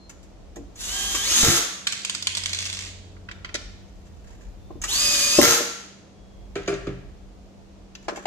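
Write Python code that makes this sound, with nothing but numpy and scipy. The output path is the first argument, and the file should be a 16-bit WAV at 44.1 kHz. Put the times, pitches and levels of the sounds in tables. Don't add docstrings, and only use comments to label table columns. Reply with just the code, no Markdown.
import sys
import numpy as np
from scipy import signal
from scipy.fft import rfft, irfft
from scipy.io import wavfile
from scipy.ndimage import uniform_filter1d, map_coordinates

SR = 44100
rng = np.random.default_rng(int(sys.argv[2]) if len(sys.argv) > 2 else 0)


def put_to_file(sound):
    columns = np.atleast_2d(sound).T
    safe = np.clip(columns, -1, 1)
    whole_steps = np.round(safe * 32767)
    wavfile.write(sys.argv[1], SR, whole_steps.astype(np.int16))


N = 364266
T = np.arange(N) / SR

# t/s, f/Hz
RUN_1_SPEED = [(.722, 20), (.8, 125), (.9, 185), (.96, 197), (1.1, 199), (1.215, 195), (1.255, 232),
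               (1.3, 325), (1.36, 418), (1.425, 466), (1.48, 380), (1.582, 365)]
RUN_2_SPEED = [(4.812, 20), (4.895, 205), (4.94, 270), (5.005, 305), (5.1, 307), (5.2, 295), (5.34, 304),
               (5.42, 340), (5.555, 345)]
# multiple of rotor speed, level/dB
ROTOR_LINES = [(3.92, -24), (16, -7)]
GEAR_LINES = [(1.91, -28), (5.7, -22), (8.23, -10), (16.46, -17), (24.69, -25)]
# f/Hz, level/dB
GEARBOX_COLOUR = [(200, -12), (500, -16), (850, -16.5), (1200, -12), (1700, -14.5), (2400, -12.5),
                  (3500, -6.5), (5400, -10.5), (6700, -5), (8500, -16), (11000, -16), (14000, -20.5),
                  (15500, -36.5)]
SHELL_HZ, SHELL_WIDTH_HZ, SHELL_DB = 6680, 1500, -4
SING_HZ, SING_WIDTH_HZ, SING_DB = 585, 70, 9
INERTIA_S, COAST_S = .025, .085
BACKLASH_S_PER_HZ = 1.3e-5
DB_PER_OCTAVE, STRAIN_DB = 8.5, -0.36
# start/s, end/s, first level/dB, last level/dB, slips per s, plastic ring f/Hz
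CLUTCH_SLIPS = [(1.426, 1.59, -16.5, -23, 135, 341), (5.415, 5.586, -9.5, -24.5, 130, 473.4)]
# f/Hz, level/dB
RATCHET_COLOUR = [(59, -43.5), (100, -13), (416, -12.5), (462, 1), (502, -21), (764, -8.5), (942, -19.5),
                  (1370, -7.5), (1770, -11), (2270, -12), (2470, -19), (6480, -12), (9260, -27.5),
                  (13000, -18.5), (15000, -28.5)]
# f/Hz, level/dB, t60/s
BIT_MODE = (1358, 0, 0.2)
# t/s, level/dB, f/Hz
LURCHES = [(1.431, -14, 48), (1.466, -16, 85), (1.483, -12, 128.5), (5.388, -23, 70), (5.474, -21.5, 128)]

# t/s, level/dB
BOUNCES = [(1.8695, -14.5), (1.873, -11), (1.9233, -15), (2.0487, -15), (2.0966, -14.5), (2.149, -17),
           (2.225, -20), (2.2703, -10), (2.3505, -17), (2.3705, -13), (2.3755, -17), (2.4362, -20),
           (2.4584, -13.5), (2.4928, -22), (2.5317, -16.5), (2.547, -20), (2.588, -17.5), (2.605, -21.5),
           (2.6255, -22), (2.654, -20.5), (2.662, -20.5), (2.699, -22), (2.7285, -22.5), (2.7382, -28),
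           (2.7485, -27)]
# f/Hz, level/dB
PART_COLOUR = [(700, -13.5), (1100, -11), (1400, -4.5), (1900, 0), (3000, 2.5), (4500, 4), (5600, -1.5),
               (6500, 3.5), (8000, -1.5), (9300, -18.5), (10700, -12), (12500, -29.5), (15000, -39)]
# f/Hz, level/dB, t60/s
PART_MODES = [(1092, -2.5, .025), (1844, -4, .015), (3330, 0, .012), (4230, 2, .012), (5160, 5, .008),
              (6180, 7, .012)]
# start/s, peak/s, end/s, level/dB
SETTLING = [(1.87, 1.93, 2.25, -39), (2.25, 2.62, 2.93, -35.5)]
WOBBLE_S, WOBBLE_DB, WOBBLE_GAP_S, WOBBLE_KEEP, WOBBLE_LOSS_DB = 2.77, -24, .02, .88, 1.3

# t/s, level/dB, contact cut-off f/Hz
CLINKS = [(3.166, -37, 1380), (3.287, -25.5, 2150), (3.312, -30, 4530), (3.446, -23, 2970),
          (3.49, -27, 1900), (3.542, -23.5, 8900), (3.551, -19.5, 6300)]
# f/Hz, level/dB, longest t60/s
CLINK_MODES = [(1383, 3, .02), (2090, -3, .015), (2525, -23, .25), (3300, -18, .22), (3601, -15, .3),
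               (5728, -23, .25)]
# f/Hz, level/dB
CLINK_COLOUR = [(400, -6), (800, -14), (1050, -4), (1450, -3.5), (2100, 1), (3000, -2), (5200, -0.5),
                (7000, -2), (9000, -13), (12000, -15), (15000, -26)]
# t/s, level/dB, relative treble level/dB
TICKS = [(0.094, -43.5, -5.5), (0.229, -62, 3.5), (0.558, -47, -4), (0.7567, -54, 2), (1.147, -25.5, -2),
         (1.6145, -30.5, -5), (4.816, -44.5, 6.5), (4.8375, -26, -5.5), (8.1583, -35.5, -18)]
# f/Hz, level/dB
TICK_COLOUR = [(450, -4.5), (900, -9), (1350, -0.5), (2000, -6), (3500, -13), (5000, -13.5), (7000, -6.5),
               (9000, -25.5), (15000, -33)]
TICK_T60_S = 0.1

# t/s, level/dB, contact cut-off f/Hz
HOUSING_BLOWS = [(.565, -29, 470), (.582, -26, 241), (.606, -26, 198.8), (1.143, -33.5, 1503),
                 (3.545, -30, 805), (4.704, -33, 860), (4.753, -22, 180), (5.385, -4, 654),
                 (5.428, -17, 1000), (5.603, -21, 553), (8.082, -21, 1640), (8.121, -26, 450),
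                 (8.172, -31.5, 1200), (8.255, -26.5, 2010)]
# f/Hz, level/dB, t60/s
HOUSING_MODES = [(244.7, -17, 0.4), (285.6, -7.5, 0.23), (345, 4, 0.05), (463, -5, 0.085),
                 (585.4, 0.5, 0.0695), (790, -4, 0.031), (1056, -6, 0.068), (1310, -25, 0.2),
                 (2554, -21.5, 0.084)]
# f/Hz, level/dB
HOUSING_CRACK = [(200, -16), (500, -3), (1000, -4.5), (1700, -6), (3000, -7), (7000, 2.5), (15000, -23.5)]
# t/s, level/dB, contact cut-off f/Hz
TABLE_KNOCKS = [(6.556, -16, 4300), (6.678, -11.5, 5900), (6.693, -21, 2300), (6.723, -20.5, 3020),
                (6.744, -42, 2500), (6.869, -22, 3360), (6.869, -13.5, 317)]
# f/Hz, level/dB, t60/s
TABLE_MODES = [(49.1, -14, 1), (105, -16, 0.37), (127.5, -14.5, 0.59), (180, -10.5, 0.43),
               (289.8, -6.5, 0.33), (335, -3.5, 0.12), (399.8, -1.5, 0.24), (475, -9, 0.073),
               (704, -29, 0.21)]
# f/Hz, level/dB
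TABLE_CRACK = [(200, -8), (600, 5), (930, -13.5), (1300, -3), (2200, -6), (4000, -16), (7000, -13),
               (15000, -31)]
# t/s, level/dB
JOLTS = [(6.5546, -31), (6.561, -48), (6.592, -45), (6.613, -54), (6.676, -25), (6.739, -28.5),
         (6.8687, -35.5), (7.951, -28)]
# start/s, peak/s, end/s, level/dB
ROCKING = [(6.56, 6.66, 6.8, -49)]
# f/Hz, level/dB
LOOSE_COLOUR = [(600, -10), (950, -10), (1400, 5), (2300, 2.5), (4000, 6), (5000, -2), (7000, 1),
                (9000, -39), (12000, -22), (15000, -34)]
# start/s, peak/s, end/s, level/dB
COVER_SHAKE = [(8.082, 8.095, 8.24, -35)]
# f/Hz, level/dB
COVER_COLOUR = [(300, 1), (480, -2), (620, -7), (1000, -6), (1400, 4), (2000, -5), (2500, -24), (5000, -30),
                (15000, -62)]
# start/s, aim/s, end/s, level/dB
RUSTLE = [(3.5, 5.3, 4.5, -53), (8.0, 11, 9.2, -23)]

# f/Hz, level/dB
AIR_COLOUR = [(41, -19.5), (70, -5.5), (157, -10.5), (192, -6.5), (220, -12.5), (337, -10.5), (441, -20.5),
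              (472, -20), (505, -16), (692, -16.5), (791, -22), (1590, -32), (6680, -37.5), (15000, -64.5)]
AIR_DB = -50.5
# start/s, peak/s, end/s, level/dB
RUMBLE = [(-.3, 1.3, 1.72, -41.5), (2.1, 4.8, 5.58, -40.5), (6.1, 6.5, 8.7, -43)]
RUMBLE_REST_DB = -65.5
# f/Hz, level/dB
HUMS = [(193.8, -57), (420, -67.5), (474, -69)]
# start/s, peak/s, end/s, level/dB
DRONE = [(2.05, 2.5, 4.25, -42.5)]
DRONE_HZ = 92.4
# start/s, end/s, f/Hz, level/dB
WHISTLES = [(0, .09, 4190, -58), (4.6, 4.8, 3570, -73), (6.15, 6.48, 3320, -71.5)]
# f/Hz, t60/s
ROOM_T60 = [(100, 0.11), (500, 0.63), (2800, 0.81), (6000, 0.7), (9000, 0.63), (14000, 0.33)]
SHIFT_PER_S = 1.0
TOP_HZ = 15500


def motor(run, level_db, hiss_db, treble_db, rotor_db, gear_db, fan_db):
    hz = spin(run)
    age = T - run[0][0]
    release = fade(np.maximum(T - run[-1][0], 0), 0.048)
    trigger = np.clip(age / 0.086, 0, 1) ** 2 * release

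    speed_jitter = .003 * (hz / 300) ** 2 * walk(120)
    backlash = BACKLASH_S_PER_HZ * np.abs(np.gradient(hz, T)) * walk(400)
    turn = 2 * np.pi * np.cumsum(hz * (1 + speed_jitter + backlash)) / SR

    rotor = amp(rotor_db) * np.clip((hz - 170) / 25, 0, 1) * lines(ROTOR_LINES, turn)
    gears = amp(gear_db) * np.clip(age / .24, 0, 1) ** 4 * lines(GEAR_LINES, turn)
    fan = amp(fan_db) * (hz / 450) * walk(700) * np.sin(15.7 * turn)

    slipping = sum(1. * (T > start) * (T < end + .2) for start, end, *_ in CLUTCH_SLIPS)
    slipping = uniform_filter1d(slipping, SR // 50)
    whine = (1 - .85 * slipping) * (rotor + gears + fan)
    whine = whine + amp(SING_DB) * resonate(whine, SING_HZ, SING_WIDTH_HZ)

    scratch = rng.standard_normal(N) * np.exp(0.24 * np.sin(2 * turn)) * amp(walk(120))
    scratch = brighten(colour(scratch, GEARBOX_COLOUR), treble_db, 2800)
    hiss = amp(hiss_db) * unit(scratch)
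    hiss = hiss + amp(SHELL_DB) * resonate(hiss, SHELL_HZ, SHELL_WIDTH_HZ)

    db = level_db + DB_PER_OCTAVE * np.log2(hz / 300) + STRAIN_DB * slipping
    return trigger * amp(db) * np.array([hiss, np.sqrt(2) * whine])


def spin(run):
    s, hz = np.transpose(run)
    coast = np.exp(-(np.maximum(T - s[-1], 0) / COAST_S) ** 2)
    demand = np.interp(T, s, hz) * coast
    return np.maximum(uniform_filter1d(demand, int(INERTIA_S * SR)), 1)


def lines(table, turn):
    return sum(amp(db) * (1 + .12 * walk(70)) * np.sin(k * turn) for k, db in table)


def clutch(snap_t60_s=0.018, scatter_db=2.0, rattle_db=5, ring_db=-11, plastic_t60_s=0.33):
    force, rings = np.zeros((2, 2, N))
    snap = fade(T[:SR // 10], snap_t60_s)
    for start, end, first_db, last_db, rate, plastic_hz in CLUTCH_SLIPS:
        body = ring([(plastic_hz, 0, plastic_t60_s), BIT_MODE])
        for s in np.arange(start, end, 1 / rate):
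            late, size = rng.standard_normal(2)
            db = np.interp(s, [start, end], [first_db, last_db]) + scatter_db * size
            slip_s = s + .15 * late / rate
            add(force, slip_s, amp(db) * snap)
            add(rings, slip_s, amp(db + ring_db) * body)
    rattle = force * unit(colour(rng.standard_normal(N), RATCHET_COLOUR))
    out = rings + amp(rattle_db) * rattle
    for s, db, hz in LURCHES:
        thud = burst([(40, 0.0), (180, 4.5), (400, -11.5), (2000, -54.5)], 0.097)
        add(out, s, amp(db) * (ring([(hz, 0, .07)]) + .5 * thud))
    return out


def falling_part(crack_db=2, ring_db=-6, snap_db=-10, skid_db=-11, rebound_db=-9,
                 crack_t60_s=.014, skid_t60_s=0.037, chatter_per_s=260, pan_db=-3):
    out = np.zeros((2, N))
    for s, db in list(BOUNCES) + wobble(count=11):
        snap = burst([(3000, 5), (9000, 15), (12500, -9), (15000, -8)], 0.0042)
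        hit = amp(snap_db) * snap
        hit = hit + amp(crack_db) * burst(PART_COLOUR, crack_t60_s)
        hit = hit + amp(ring_db) * ring(vary(PART_MODES))
        hit = hit + amp(skid_db) * burst(PART_COLOUR, skid_t60_s)
        add(out, s, amp(db) * hit, pan_db)
        slap = amp(db + rebound_db) * burst(PART_COLOUR, crack_t60_s)
        add(out, s + rng.uniform(.004, .007), slap, pan_db)
    rim = chatter(PART_COLOUR, chatter_per_s, t60=.008, scatter_db=11)
    return out + rim * swell(SETTLING)


def wobble(count):
    k = np.arange(count)
    gaps = WOBBLE_GAP_S * WOBBLE_KEEP ** k
    times = WOBBLE_S + np.cumsum(gaps) - gaps
    return list(zip(times, WOBBLE_DB - WOBBLE_LOSS_DB * k))


def vary(modes):
    return [(hz * (1 + .1 * rng.standard_normal()), db + 3 * rng.standard_normal(), t60)
            for hz, db, t60 in modes]


def clinks(level_db=2, ring_db=-4, crack_t60_s=.04, grip_s_per_hz=3e-5):
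    out = np.zeros((2, N))
    for s, db, contact_hz in CLINKS:
        grip_t60_s = grip_s_per_hz * contact_hz
        modes = [(hz, mode_db, min(t60, grip_t60_s)) for hz, mode_db, t60 in CLINK_MODES]
        hit = burst(CLINK_COLOUR, crack_t60_s) + amp(ring_db) * ring(modes)
        add(out, s, amp(db + level_db) * lowpass(hit, contact_hz))
    return out


def ticks(level_db=3, bright_db=13):
    out = np.zeros((2, N))
    for s, db, treble_db in TICKS:
        tick = brighten(burst(TICK_COLOUR, TICK_T60_S), treble_db + bright_db, 7460)
        add(out, s, amp(db + level_db) * tick)
    return out


def struck(blows, modes, crack, crack_t60_s, level_db, crack_db, crack_db_per_octave):
    out = np.zeros((2, N))
    for s, db, contact_hz in blows:
        hardness_octaves = np.log2(contact_hz / 1000)
        crack_gain = amp(crack_db + crack_db_per_octave * hardness_octaves)
        hit = lowpass(ring(modes) + crack_gain * burst(crack, crack_t60_s), contact_hz)
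        hit = hit - lowpass(hit, contact_hz / 14, order=1)
        add(out, s, amp(db + level_db) * hit)
    return out


def loose_parts(click_t60_s=0.024):
    out = np.zeros((2, N))
    for s, db in JOLTS:
        add(out, s, amp(db) * burst(LOOSE_COLOUR, click_t60_s))
    return out + chatter(LOOSE_COLOUR, 90, click_t60_s, scatter_db=7) * swell(ROCKING)


def cover():
    return swell(COVER_SHAKE) * chatter(COVER_COLOUR, 166, 0.053, scatter_db=0)


def rustle():
    return swell(RUSTLE) * chatter(TICK_COLOUR, 120, 0.025, scatter_db=5)


def background():
    air = amp(AIR_DB + 0.13 * walk(3.2)) * pair(AIR_COLOUR, 900)
    rumble = pair([(25, -20.5), (46, 2.5), (60, -7.0), (85, -10.0), (140, -27.0), (600, -63.5)], 880)
    air = air + (amp(RUMBLE_REST_DB) + swell(RUMBLE)) * rumble
    tones = sum(amp(db + 2 * walk(1)) * sine(hz + 1.253 * walk(6.0)) for hz, db in HUMS)
    tones = tones + swell(DRONE) * sine(DRONE_HZ + 0.82 * walk(4.45))
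    for start, end, hz, db in WHISTLES:
        gate = np.clip(np.minimum(T - start, end - T) / .06 + .5, 0, 1)
        tones = tones + amp(db) * gate * sine(hz + 25 * walk(270))
    return air + np.sqrt(2) * tones


def room(x, early_db, tail_db, lag_ms, early_t60_s):
    t = T[:SR]
    noise = pair([(30, 0), (15000, 0)], 800)
    hz, frames, cells = signal.stft(noise[:, :SR], SR, nperseg=256)
    decay = fade(frames, by_hz(ROOM_T60, hz)[:, None])
    tail = signal.istft(cells * decay, SR)[1][:, :SR]
    onset = np.clip((t - .006) / 0.0014, 0, 1)
    response = amp(tail_db) * unit(tail * onset) / np.sqrt(SR)
    response[0, 0] += 1
    response[1, int(lag_ms * SR / 1000)] += 1
    out = signal.fftconvolve(x, response, axes=1)[:, :N]
    scatter = noise - lowpass(noise, 1100, order=1)
    for k in range(1, 5):
        early = scatter[:, k * SR:(k + 1) * SR] * fade(t, early_t60_s) * (t > .0003)
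        early = amp(early_db) * unit(early) / np.sqrt(SR)
        share = np.cos(np.pi * (SHIFT_PER_S * T + k / 4)) / np.sqrt(2)
        out += signal.oaconvolve(x * share, early[:, :SR // 5], axes=1)[:, :N]
    return out / np.sqrt(1 + amp(early_db) ** 2 + amp(tail_db) ** 2)


def amp(db):
    return 10 ** (np.asarray(db) / 20)


def unit(x):
    return x / np.sqrt(np.mean(x ** 2) + 1e-20)


def by_hz(points, hz):
    f, value = np.transpose(points)
    return np.interp(np.log(hz + 1), np.log(f), value)


def colour(x, points):
    size = 8192
    hz = np.fft.rfftfreq(size, 1 / SR)
    gain = amp(by_hz(points, hz)) * np.clip(hz / points[0][0], .03, 1) ** 2
    cepstrum = irfft(np.log(gain))
    cepstrum[1:size // 2] *= 2
    cepstrum[size // 2 + 1:] = 0
    response = irfft(np.exp(rfft(cepstrum)))
    return signal.fftconvolve(x, response)[:len(x)]


def lowpass(x, hz, order=2):
    return signal.sosfilt(signal.butter(order, min(hz, SR / 2 - 100), fs=SR, output="sos"), x)


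def resonate(x, hz, width_hz):
    return signal.lfilter(*signal.iirpeak(hz, hz / width_hz, fs=SR), x)


def brighten(x, db, hz):
    low = lowpass(x, hz, order=1)
    return low + amp(db) * (x - low)


def walk(rate):
    knots = rng.standard_normal(4096)
    return unit(map_coordinates(knots, [T * rate], order=1, mode="wrap"))


def sine(hz):
    return np.sin(2 * np.pi * np.cumsum(hz) / SR)


def fade(t, t60):
    return amp(-60 * t / np.maximum(t60, 1e-3))


def swell(rows):
    return sum(amp(db) * np.interp(T, [start, peak, end], [0, 1, 0]) for start, peak, end, db in rows)


def ring(modes):
    t = T[:SR // 2]
    y = sum((-1) ** k * amp(db) * np.sin(2 * np.pi * hz * t) * fade(t, t60)
            for k, (hz, db, t60) in enumerate(modes))
    return y / np.abs(y).max()


def burst(points, t60):
    t = T[:SR // 2]
    return unit(colour(rng.standard_normal(len(t)), points)) * fade(t, t60)


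def chatter(points, rate, t60, scatter_db):
    contacts = (rng.random(N) < rate / SR) * amp(scatter_db * rng.uniform(-0.45, 1, N))
    force = signal.fftconvolve(contacts, fade(T[:SR // 20], t60))[:N]
    return unit(colour(force * rng.standard_normal(N), points))


def pair(points, wide_hz):
    mid, side = (colour(rng.standard_normal(N), points) for _ in range(2))
    side = side - .5 * lowpass(side, wide_hz, order=1)
    return unit(mid + np.array([[1], [-1]]) * side)


def add(out, s, x, pan_db=0):
    i = max(int(s * SR), 0)
    x = x[:max(N - i, 0)]
    out[:, i:i + len(x)] += amp(np.array([[pan_db], [-pan_db]]) / 2) * x


def scene():
    hiss_1, whine_1 = motor(RUN_1_SPEED, level_db=-26.0, hiss_db=2.0, treble_db=-0.5,
                            rotor_db=3.5, gear_db=-1, fan_db=-13)
    hiss_2, whine_2 = motor(RUN_2_SPEED, level_db=-23.0, hiss_db=-0.5, treble_db=1.5,
                            rotor_db=3, gear_db=-.5, fan_db=-4)
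    drill = clutch()
    add(drill, 0, hiss_1, pan_db=-1.0)
    add(drill, 0, hiss_2, pan_db=-0.5)
    whine = np.array([whine_1 + whine_2] * 2)
    small = ticks() + clinks() + loose_parts() + cover() + rustle()
    housing = struck(HOUSING_BLOWS, HOUSING_MODES, HOUSING_CRACK, crack_t60_s=0.06,
                     level_db=9.0, crack_db=-4.0, crack_db_per_octave=12.5)
    table = struck(TABLE_KNOCKS, TABLE_MODES, TABLE_CRACK, crack_t60_s=0.16,
                   level_db=2.5, crack_db=-9, crack_db_per_octave=-1.08)
    out = room(drill, early_db=0, tail_db=-0.5, lag_ms=.13, early_t60_s=.04)
    out = out + room(whine, early_db=-10, tail_db=-8, lag_ms=.08, early_t60_s=.02)
    out = out + room(falling_part(), early_db=0, tail_db=-3, lag_ms=.14, early_t60_s=.022)
    out = out + room(small, early_db=8, tail_db=-2.0, lag_ms=.12, early_t60_s=.03)
    out = out + room(housing, early_db=8.0, tail_db=-5.0, lag_ms=.1, early_t60_s=0.067)
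    out = out + room(table, early_db=-1, tail_db=-4, lag_ms=.1, early_t60_s=.06)
    return out + background()


def record(dry):
    return signal.sosfilt(signal.ellip(10, .2, 80, TOP_HZ, fs=SR, output="sos"), dry)


dry = scene()
out = record(dry)
put_to_file(out)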